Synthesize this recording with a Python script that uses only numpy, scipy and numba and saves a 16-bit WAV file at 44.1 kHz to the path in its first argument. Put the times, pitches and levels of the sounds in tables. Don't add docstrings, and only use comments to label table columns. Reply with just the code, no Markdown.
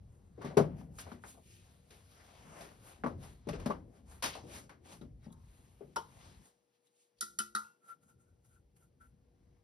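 import sys
import numpy as np
from scipy import signal
from scipy.fft import rfft, irfft, next_fast_len
from scipy.io import wavfile
from scipy.ndimage import uniform_filter1d
from numba import njit

SR = 44100
rng = np.random.default_rng(int(sys.argv[2]) if len(sys.argv) > 2 else 0)


def store_wav(level_fs):
    pcm = np.round(np.clip(np.atleast_2d(level_fs), -1, 1) * 32767)
    wavfile.write(sys.argv[1], SR, pcm.T.astype(np.int16))


N = 424683
BANDS_HZ = 30 * 2 ** np.arange(0, 9.6, .5)
STEP = 32
TICKS_S = np.arange(N // STEP + 2) * STEP / SR


def undb(db):
    return 10 ** (np.asarray(db) / 20)


def colour(points):
    hz, db = np.transpose(points)
    return np.interp(np.log(BANDS_HZ), np.log(hz), db)[:, None]


def curves(table):
    s, *columns = np.transpose(table)
    return [np.interp(TICKS_S, s, column) for column in columns]


def to_samples(control):
    return np.interp(np.arange(N) / STEP, np.arange(len(control)), control)


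def walk(rate_hz, rows):
    hold = max(int(SR / STEP / rate_hz), 1)
    levels = rng.standard_normal((rows, len(TICKS_S) // hold + 1))
    held = np.repeat(levels, hold, axis=1)[:, :len(TICKS_S)]
    return 0.94 * uniform_filter1d(held, hold, axis=1)


def swell(s, db, rise_s, fall_s):
    away = np.where(TICKS_S < s, (s - TICKS_S) / rise_s, (TICKS_S - s) / fall_s)
    return np.maximum(db - 20 * away ** 1.21, -200)


def noise_bank(power):
    size = next_fast_len(N)
    place = 2 * np.log2(np.arange(1, size // 2 + 2) * SR / size / BANDS_HZ[0])
    white = rfft(rng.standard_normal((2, size)))
    out = np.zeros((2, N))
    for k, row in enumerate(power):
        window = np.cos(np.pi / 2 * np.clip(place - k, -1, 1)) ** 2
        band = irfft(white * window, size)[:, :N]
        out += band / band.std() * to_samples(np.sqrt(row))
    return out


def wash(events, treble, body_db, below_db_oct, above_db_oct, crack_db, tick_db, tick_s, attack_s,
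         treble_fade):
    power = np.zeros((len(BANDS_HZ), len(TICKS_S)))
    khz = BANDS_HZ[:, None] / 1000
    for s, db, hz, treble_db, fade_db, *_ in events:
        first = int(s * SR / STEP)
        t = np.maximum(TICKS_S[first:first + SR // STEP] - s, 0)
        octaves = np.log2(BANDS_HZ[:, None] / hz)
        skirt_db = np.maximum(above_db_oct * octaves, -below_db_oct * octaves)
        body = undb(2 * (db + body_db - skirt_db))
        crack = undb(2 * (db + treble_db + crack_db + colour(treble)))
        tail = undb(-20 * t * fade_db * khz ** treble_fade)
        tick = undb(2 * tick_db) * np.exp(-t / tick_s) * (BANDS_HZ[:, None] > 400)
        attack = (1 - np.exp(-t / attack_s * np.sqrt(khz))) ** 2
        power[:, first:first + len(t)] += (body + crack) * attack * (tail + tick)
    return power


def rings(events, modes, ring_db, reach_oct, attack_s, usual_db, first_db, first_s, throb):
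    out, t = np.zeros((2, N + SR)), np.arange(SR // 4) / SR
    hz, db, t60_s = np.transpose(modes)[:, :, None]
    chance = rng.random((len(events), 5, len(modes), 1))
    for event, (detune, turn, strength, split, beat) in zip(events, chance):
        s, peak_db, centre_hz, _, fade_db, skirt_db_oct = event
        octaves = np.minimum(np.abs(np.log2(hz / centre_hz)), reach_oct)
        size_db = peak_db + ring_db + db - skirt_db_oct * octaves + 5 * (strength - .5)
        heard = size_db[:, 0] > size_db.max() - 45
        decay_db = 60 * t / t60_s[heard] * fade_db / usual_db
        extra_db = first_db * np.exp(-(t / first_s) ** 2)
        shape = undb(size_db[heard] - decay_db + extra_db) * (1 - np.exp(-t / attack_s))
        shape = shape * np.minimum((t[-1] - t) / t[-1] * 4, 1)
        throbbing = 1 + throb * np.cos(2 * np.pi * (split * .015 * hz * t + beat))
        pitch_hz = hz * (1 + 0.01 * (detune - .5))
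        cycles = pitch_hz[heard] * t + turn[heard]
        wave = (shape * throbbing[heard] * np.exp(2j * np.pi * cycles)).sum(axis=0)
        out[:, int(s * SR):][:, :len(t)] += [wave.imag, wave.real]
    return out[:, :N]


# start_s, deep_db, upper_db
RUMBLE_LEVELS = [(0, -62.5, -67.5), (.4, -65, -67.5), (1.2, -66, -68), (2.3, -70, -70), (2.5, -64.5, -60),
                 (2.95, -67.5, -68.5), (3.15, -51.5, -53), (3.43, -64.5, -72.5), (3.55, -49.5, -47.5),
                 (3.75, -55.5, -52), (3.97, -72, -59.5), (4.1, -62.5, -64.5), (4.43, -61, -68),
                 (4.85, -67, -62.5), (5.12, -58, -68), (5.95, -72.5, -68.5), (6.28, -60.5, -65.5),
                 (6.41, -62, -63.5), (6.52, -100, -85), (7.16, -116, -91), (7.35, -85, -71.5),
                 (7.62, -91, -81.5), (7.95, -70, -73), (8.53, -73, -74.5), (9.63, -71.5, -73)]
# band_hz, level_db
DEEP_COLOUR = [(25, -30), (42, -6.5), (60, -3.5), (100, -2.5), (150, -10.5), (300, -58)]
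UPPER_COLOUR = [(70, -41.5), (150, -5.5), (250, -10), (420, -15.5), (650, -21), (1300, -46)]
ROOM_COLOUR = [(30, -110), (120, -99), (500, -95.5), (1400, -101), (4000, -101), (10500, -96.5),
               (15500, -106)]


def rumble():
    deep_db, upper_db = curves(RUMBLE_LEVELS)
    heave_db = 3.5 * walk(9, rows=len(BANDS_HZ))
    deep = undb(2 * deep_db) + panel_boom(against_db=-36, fade_db_s=41)
    upper = undb(2 * upper_db) + panel_boom(against_db=-27, fade_db_s=62)
    heaving = deep * undb(2 * colour(DEEP_COLOUR)) + upper * undb(2 * colour(UPPER_COLOUR))
    return heaving * undb(2 * heave_db) + undb(2 * colour(ROOM_COLOUR))


# pitch_hz, level_db (rms)
HUM_TONES = [(59.5, -81), (120, -88.5), (359, -100), (479, -86), (598, -101), (839, -105)]


def hum():
    t = np.arange(N) / SR
    waver_db = [1.5 * np.interp(t, TICKS_S, row) for row in walk(6., rows=len(HUM_TONES))]
    turns = rng.random((len(HUM_TONES), 1, 1)) + np.array([[0], [1 / 4]])
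    out = np.zeros((2, N))
    for (hz, db), w_db, turn in zip(HUM_TONES, waver_db, turns):
        out += np.sqrt(2) * undb(db + w_db) * np.sin(2 * np.pi * (hz * t + turn))
    return out


# band_hz, level_db
PAPER_COLOUR = [(900, -34.5), (2000, -10.5), (3000, -5.5), (5000, -5.5), (7500, -9), (11000, -26.5),
                (16000, -54)]
LOWER_COLOUR = [(250, -17), (600, -4.5), (1000, -5.5), (1700, -6.5), (2600, -12.5), (5000, -40)]
SHEEN_COLOUR = [(4000, -39.5), (7500, -0.5), (10500, 0.5), (13000, -9.5), (15500, -8)]


def friction(movements):
    grain_db = 0.76 * walk(160, rows=1) + 1.0 * walk(25, rows=len(BANDS_HZ))
    grain_db += 1.8 * walk(12, rows=len(BANDS_HZ))
    grain_db += 2.5 * np.clip(walk(500, rows=1) - 1, 0, 1.5) ** 2
    paper = lower = sheen = 0
    for s, db, rise_s, fall_s, lower_db, sheen_db in movements:
        power = undb(2 * swell(s, db, rise_s, fall_s))
        paper = paper + power
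        lower = lower + power * undb(2 * lower_db)
        sheen = sheen + power * undb(2 * sheen_db)
    parts = (paper, PAPER_COLOUR), (lower, LOWER_COLOUR), (sheen, SHEEN_COLOUR)
    return undb(2 * grain_db) * sum(power * undb(2 * colour(points)) for power, points in parts)


# peak_s, level_db, rise_s, fall_s, lower_rel_db, sheen_rel_db
RUSTLE_MOVES = [(0.173, -90, .5, 0.7, 7, 3.5), (0.46, -64, 0.069, 0.12, 8, -8.5),
                (0.71, -96, 0.067, 0.16, 25.5, -12), (0.796, -73.5, 0.054, 0.087, 3.5, -1),
                (1.014, -67.5, 0.064, 0.02, -1, 12), (1.132, -72, 0.23, 0.1, 7, -3.5),
                (1.288, -65.5, 0.072, 0.093, -4.5, 6), (1.524, -69, 0.15, 0.35, -18, -1.5),
                (1.7, -85.5, 0.39, 0.31, 6.5, 3), (1.94, -73, 0.098, 0.22, 1, 0),
                (2.118, -73, 0.14, 0.6, -6, -2), (2.196, -74.5, 0.15, 0.93, 4.5, -4),
                (2.38, -73, .25, .3, 3, -4), (2.61, -65.5, 0.26, 0.21, 6.5, -1),
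                (2.89, -67.5, 0.13, 0.15, 3.5, -0.5), (3.237, -66.5, 0.06, 0.17, 2.5, -1),
                (3.38, -90, 0.17, .2, 6, -2), (3.559, -61, 0.096, 0.03, 3.5, -27),
                (3.604, -68, 0.064, 0.19, 7, -8), (3.976, -79.5, 0.12, 0.074, 3.5, 1),
                (4.12, -70.5, 0.071, 0.16, 2.5, 2), (4.35, -58.5, 0.12, 0.1, -10, -15),
                (4.564, -55.5, .11, 0.091, -1, -3), (4.86, -73, 0.024, 0.2, 5, -0.5),
                (4.929, -63.5, 0.083, 0.075, 1.5, -2), (5.254, -77, 0.058, 0.06, 4, -0.5),
                (5.326, -89, 0.011, 0.023, 2, 21.5), (5.56, -80.5, 0.44, 1, 0.5, 1),
                (5.926, -89, 0.096, 0.052, -3, -10), (6.246, -68.5, 0.31, 0.29, -1.5, -3),
                (6.46, -73.5, 0.068, 0.072, -2.5, 2.5), (6.757, -87.5, 0.084, 0.049, -15.5, -4),
                (6.87, -86, 0.065, 0.042, -10, 0), (7.019, -81.5, 0.14, 0.1, -29, 2),
                (7.19, -81, 0.027, 0.039, -20.5, -4.5), (9.588, -94, 1, .1, 5.5, -5)]


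def rustle():
    return friction(RUSTLE_MOVES)


# start_s, peak_db (before trims), centre_hz, treble_rel_db,
# fade_db_per_100ms (at 1 kHz), contact_rel_db
CLICK_EVENTS = [(.378, -44.5, 450, -43, 4, 5), (.416, -49, 1070, -10, 35, 7),
                (.571, -23.5, 1150, -12.5, 33, -1), (.813, -56, 905, -25, 47, 14),
                (.941, -62, 750, -31, 30, 6), (.986, -51, 1310, 4.5, 18.5, 18),
                (1.067, -45, 890, -34, 43, 11), (1.117, -47, 1260, -12.5, 67, 14.5),
                (1.238, -47.5, 1480, -19, 24, 16.5), (1.347, -57, 800, -25, 45, 3),
                (1.375, -53, 685, -20, 35, 6), (1.905, -58.5, 518, 0.5, 15, -10),
                (2.608, -49.5, 537, -2.5, 18, -2), (3.037, -39, 1410, -35, 31, 18.5),
                (3.0405, -35, 900, -37, 29, 8), (3.0625, -35, 1060, -39, 28.5, 18.5),
                (3.487, -45.5, 2200, 1, 39, 9), (3.532, -49, 2680, -8, 50, 17),
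                (3.599, -58, 3000, 2.5, 66, 3), (3.659, -34.5, 1140, -9, 37, 7.5),
                (3.701, -36, 1050, -18.5, 24, 2), (4.224, -39.5, 1088, 5.5, 31, 7),
                (4.238, -32.5, 1030, 1.5, 26, 11), (4.257, -45, 1100, 8.5, 20, 6),
                (4.332, -48, 3900, -18, 25, -6), (4.352, -41.5, 890, -11.5, 22, 9),
                (4.434, -46, 440, -31, 7.5, -5), (4.693, -49, 1600, -11, 24, -10),
                (5.961, -41, 1095, -13, 57, 11.5), (8.439, -81, 487.5, -8, 38.5, 0),
                (8.763, -74, 469, -4, 41, -3.5)]
# band_hz, level_db
CRACK_COLOUR = [(500, -30), (1500, -9.5), (3000, -8), (5000, -7.5), (7500, -7.5), (10500, -8), (13000, -9),
                (15500, -17)]


def click_noise():
    return wash(CLICK_EVENTS, CRACK_COLOUR, body_db=-11.5, below_db_oct=4.3, above_db_oct=17.0,
                crack_db=-6.0, tick_db=1.0, tick_s=0.006, attack_s=.002, treble_fade=0.053)


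def click_pops():
    out, t = np.zeros((2, N)), np.arange(SR // 50) / SR
    decay_cycles, rise_per_cycle = 1.05, 1.3
    for s, db, hz, *_, pop_db in CLICK_EVENTS:
        wave = undb(db + pop_db) * np.exp(hz * t * (2j * np.pi - 1 / decay_cycles))
        wave = wave * (1 - np.exp(-rise_per_cycle * hz * t))
        out[:, int(s * SR):][:, :len(t)] += [wave.imag, wave.real]
    return out


# start_s, peak_db (before trims), centre_hz,
# treble_rel_db, fade_db_per_100ms (at 1 kHz), skirt_db_per_oct
THUD_EVENTS = [(0.446, -27, 218, -15, 27, 9), (0.413, -44.5, 1140, -40, 36, 38),
               (0.508, -38.5, 575, -49.5, 26, 30.5), (0.569, -14.5, 410, -19.5, 22, 14),
               (0.572, -18, 150, -40, 31.5, 10.5), (0.584, -25, 159, -31, 50, 1),
               (0.601, -17, 137, -40.5, 55, 4.5), (1.066, -48.5, 484, -29, 24, 8),
               (1.238, -52.5, 1200, -40, 32, 7), (1.119, -40, 266, -16, 25, 15),
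               (3.038, -24, 306, -22.5, 31, 7.5), (3.04, -44.5, 1400, -40, 24, 13),
               (3.062, -37, 305, -8, 19, 3), (3.47, -25, 233, -24, 36, 17), (3.489, -28, 171, -43, 36, 4),
               (3.534, -34, 373, -31, 24, 25), (3.597, -48, 138, -22, 24, 6),
               (3.661, -23.5, 255, -33.5, 37, 10), (3.699, -28, 382, -29.5, 39, 5.5),
               (3.706, -31.5, 1130, -40, 41, 27), (4.24, -39, 1044, -43, 29, 15),
               (5.012, -36.5, 222, -15.5, 25, 14), (5.262, -43.5, 216, -35, 21, 8),
               (5.808, -42.5, 360, -40, 20.5, 16.5), (5.839, -47, 155, -31, 32, 25),
               (5.965, -35.5, 450, -0.5, 35, 22)]


def thud_noise():
    return wash(THUD_EVENTS, CRACK_COLOUR, body_db=-15.0, below_db_oct=21, above_db_oct=10.1,
                crack_db=-17, tick_db=-1.5, tick_s=0.0054, attack_s=0.0045, treble_fade=0.11)


def panel_boom(against_db, fade_db_s):
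    power = 0
    for s, db, *_ in THUD_EVENTS:
        t = np.maximum(TICKS_S - s, 0)
        power = power + undb(2 * (db + against_db - fade_db_s * t)) * (1 - np.exp(-t / .04)) ** 2
    return power


# pitch_hz, level_rel_db, t60_s (at a 28 dB per 100 ms fade)
CABINET_MODES = [(147.1, -3, 0.45), (172, -4.5, 0.42), (214.3, -0.5, 0.17), (242, -1.5, 0.25),
                 (312.2, -14, 0.078), (406.4, 3.5, 0.12), (451, -4.5, 0.19), (533, -10, 0.2),
                 (587, 2.5, 0.15), (669, -1, 0.15), (746, -3.5, 0.067), (812, -3.5, .12), (885, -2, 0.1),
                 (1044, -2, 0.1), (1140, 2, 0.12), (1265, -4.5, .12), (1560, -9, 0.1)]


def cabinet_ring():
    return rings(THUD_EVENTS, CABINET_MODES, ring_db=-9.5, reach_oct=4., attack_s=0.0013, usual_db=28,
                 first_db=1.8, first_s=.03, throb=0.55)


# start_s,
# peak_db (before trims), centre_hz, treble_rel_db, fade_db_per_100ms (at 1 kHz), skirt_db_per_oct
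CAN_CONTACTS = [(5.012, -49, 3630, -45, 46, 128), (5.016, -62, 1230, -35, 31, 65),
                (5.215, -72, 3760, -36, 23.5, 63), (5.243, -59, 1960, -30, 26, 83),
                (5.244, -68, 3760, -30, 25, 92), (5.242, -64, 5740, -31, 35, 90),
                (5.256, -67, 4865, -30, 37, 90), (5.305, -53, 1014, -40, 3, 83),
                (5.33, -48, 1030, -45, 21, 83), (5.302, -64, 3460, -30, 50, 90),
                (5.326, -56, 3700, -30, 67, 110), (5.327, -70, 5450, -30, 72, 123),
                (5.96, -27.5, 1170, -22.5, 56, 24), (5.965, -20.5, 935, -34, 19.5, 48),
                (5.962, -40, 3260, -35, 18, 70), (5.963, -43, 5500, -35, 24, 71),
                (6.87, -67.5, 3740, -15, 39.5, 62), (7.186, -66, 4500, -15, 58, 36.5),
                (7.209, -37, 1434, 1, 34.5, 49.5), (7.2095, -42, 5760, -30.5, 19, 41.5),
                (7.2097, -34, 10500, -28.5, 28.5, 54.5), (7.21, -39.5, 4140, -27.5, 28.5, 45.5),
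                (7.212, -43.5, 1870, -28.5, 27.5, 62.5), (7.224, -45, 1500, -3, 17, 17.5),
                (7.388, -33.5, 1560, -3, 32.5, 29), (7.389, -43.5, 5000, -32, 21.5, 32.5),
                (7.3895, -22.5, 9650, -35, 34.5, 73.5), (7.39, -39, 3000, -30, 21.5, 61.5),
                (7.392, -48, 1960, -27, 26, 60.5), (7.399, -38, 1470, -12.5, 19, 14.5),
                (7.55, -29, 1404, -14, 32.5, 28), (7.552, -36.5, 910, -33, 13.5, 48),
                (7.5505, -35.5, 10190, -30.5, 33, 60.5), (7.551, -37, 4100, -32.5, 28, 48),
                (7.553, -47, 1900, -31, 28, 49.5), (7.642, -59, 2720, -40, 13, 108),
                (7.56, -30, 1335, -18, 19.5, 31.5), (7.893, -53, 1390, -27, 43, 34),
                (9.008, -64, 1450, -32, 40, 47)]
# band_hz, level_db
TIN_COLOUR = [(500, -34), (2000, -37.5), (2700, -36), (3500, -16), (4300, -1), (5500, -6), (7500, -1.5),
              (10000, 2.5), (12000, -6.5), (15500, -18.5)]


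def can_contact_noise():
    return wash(CAN_CONTACTS, TIN_COLOUR, body_db=-26.5, below_db_oct=59, above_db_oct=26, crack_db=-8,
                tick_db=13.4, tick_s=0.0016, attack_s=.001, treble_fade=-.05)


# pitch_hz, level_rel_db, t60_s (at a 27 dB per 100 ms fade when struck)
CAN_MODES = [(214, 5, 0.27), (348, 1, 0.35), (410.4, -3.5, .15), (640, -11, 0.084), (914, -4.5, 0.12),
             (1067, -13.5, 0.2), (1260, -15.5, .12), (1233, -4.5, 0.16), (1250, -11, 0.21),
             (1290, -3.5, 0.13), (1363, 6.5, 0.17), (1425, 0.5, 0.24), (1496, -7.5, .15),
             (1670, -13, 0.095), (1860, -5.5, 0.086), (1936, -6.5, 0.19), (2145, -12.5, 0.077),
             (2560, -7.5, 0.14), (2720, -8, 0.19), (3002, 0, 0.14), (3165, -12, 0.16), (3300, -11, .13),
             (3420, -4.5, 0.14), (3815, -5, 0.14), (4000, -6.5, 0.16), (3870, -4, 0.2), (4400, -6, 0.21),
             (4520, -4.5, 0.12), (4905, -4.5, .15), (5170, -5.5, .12), (5520, -5, .16), (5500, -3.5, 0.15),
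             (5600, -4, 0.11), (6100, -8, 0.12), (5800, -11.5, 0.14), (9230, -6, .1), (10200, -4, 0.081),
             (9830, -2.5, 0.11), (10250, -5, .13), (10800, -6, 0.095), (10300, -3.5, 0.092)]


def can_ring():
    return rings(CAN_CONTACTS, CAN_MODES, ring_db=-10, reach_oct=0.85, attack_s=0.0016, usual_db=27,
                 first_db=7.0, first_s=0.02, throb=0.4)


# peak_s, hiss_db, rise_s, fall_s (of the hiss), ring_db, highest_mode_rel_db
BRUSH_STROKES = [(7.902, -78.5, 0.074, 0.061, -61, -14), (8.035, -88.5, 0.037, 0.049, -88, -2),
                 (8.1, -86, 0.06, 0.058, -78.5, -3), (8.211, -90.5, 0.033, 0.059, -84.5, -13),
                 (8.29, -98, 0.093, 0.1, -92, 4), (8.45, -86.5, 0.014, 0.059, -90, 0),
                 (8.54, -89, 0.15, 0.09, -88, 2), (8.768, -84, 0.012, 0.034, -102, -4),
                 (8.83, -86.5, 0.073, 0.058, -86.5, 2), (9.015, -87.5, 0.018, 0.055, -71.5, 3),
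                 (9.05, -91, 0.038, 0.091, -89, 4)]


def brush_hiss():
    lower_rel_db, sheen_rel_db = 1.5, 9.5
    return friction([(*row[:4], lower_rel_db, sheen_rel_db) for row in BRUSH_STROKES])


def brushed_can():
    flutter = undb(4.5 * walk(45, rows=1)[0])
    narrower = 0.83
    out = np.zeros((2, N))
    for hz, mode_db, t60_s in [mode for mode in CAN_MODES if 1300 < mode[0] < 1650]:
        gain = 0
        for s, _, rise_s, fall_s, ring_db, highest_db in BRUSH_STROKES:
            level_db = ring_db + (highest_db if hz > 1470 else mode_db)
            gain = gain + undb(swell(s, level_db, narrower * rise_s, narrower * fall_s))
        resonator = signal.iirpeak(hz, hz * t60_s / 2.17, SR)
        sung = signal.lfilter(*resonator, rng.standard_normal((2, N)))
        out += sung / sung.std() * to_samples(flutter * gain)
    return out


def scene():
    power = rumble() + rustle() + click_noise() + thud_noise() + can_contact_noise() + brush_hiss()
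    return noise_bank(power) + hum() + click_pops() + cabinet_ring() + can_ring() + brushed_can()


@njit
def high_pass(x, hz):
    y, band, low_state, damping = np.empty(len(x)), 0., 0., np.sqrt(2.)
    for i in range(len(x)):
        g = np.tan(np.pi * hz[i] / SR)
        v = (band + g * (x[i] - low_state)) / (1 + g * (g + damping))
        low = low_state + g * v
        band, low_state = 2 * v - band, 2 * low - low_state
        y[i] = x[i] - damping * v - low
    return y


# band_hz, likeness_0_to_1, right_phase_rad, left_minus_right_db
PORT_PAIR = [(40, .98, 0, 1), (160, .96, -.3, 3), (340, .7, -.5, 5), (700, .4, -.6, 6), (1100, .25, 1.5, 5),
             (1500, .3, 2.2, 4), (2100, .4, .2, 3), (2900, .55, -.8, 4), (4800, .55, -.1, 3),
             (5700, .5, .2, 4), (6400, .75, 2.2, 2), (6900, .998, np.pi, 0), (8150, .998, np.pi, 0),
             (8550, .8, 3.9, 0), (9900, .8, 5.4, 0), (10500, 1, 2 * np.pi, 0), (11900, 1, 2 * np.pi, 0),
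             (12800, .6, 7.8, 0), (13500, .998, 3 * np.pi, 0), (15000, 1, 3 * np.pi, 0),
             (15700, .93, 9.45, 0)]
# band_hz, gain_db
MIC_RESPONSE = [(8400, 1.5), (9300, 1), (10100, 0.5), (11000, -0.5), (12500, -5), (16500, -1.5)]
# start_s, edge_hz
BASS_EDGE = [(0, 42), (6.38, 42.7), (6.502, 93.5), (7.101, 205), (7.2, 36), (7.65, 40.6), (7.751, 221),
             (8.301, 42.6), (9.63, 42)]


def record(dry):
    size = next_fast_len(N + 4096)
    bins_hz = np.arange(size // 2 + 1) * SR / size
    hz, *columns = np.transpose(PORT_PAIR)
    alike, turn_rad, pan_db = (np.interp(bins_hz, hz, column) for column in columns)
    alike = np.clip(alike, 0, 1)
    left, other = rfft(dry, size) * undb(np.interp(bins_hz, *np.transpose(MIC_RESPONSE)))
    right = alike * np.exp(1j * turn_rad) * left + np.sqrt(1 - alike ** 2) * other
    pair = irfft(np.array([left * undb(pan_db / 2), right * undb(-pan_db / 2)]), size)[:, :N]
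    edge_hz = np.interp(np.arange(N) / SR, *np.transpose(BASS_EDGE))
    pair = [high_pass(high_pass(side.copy(), edge_hz), edge_hz) for side in pair]
    top_cut = signal.ellip(8, .2, 70, 16300, fs=SR, output="sos")
    return signal.sosfilt(top_cut, pair)


dry = scene()
out = record(dry)
store_wav(out)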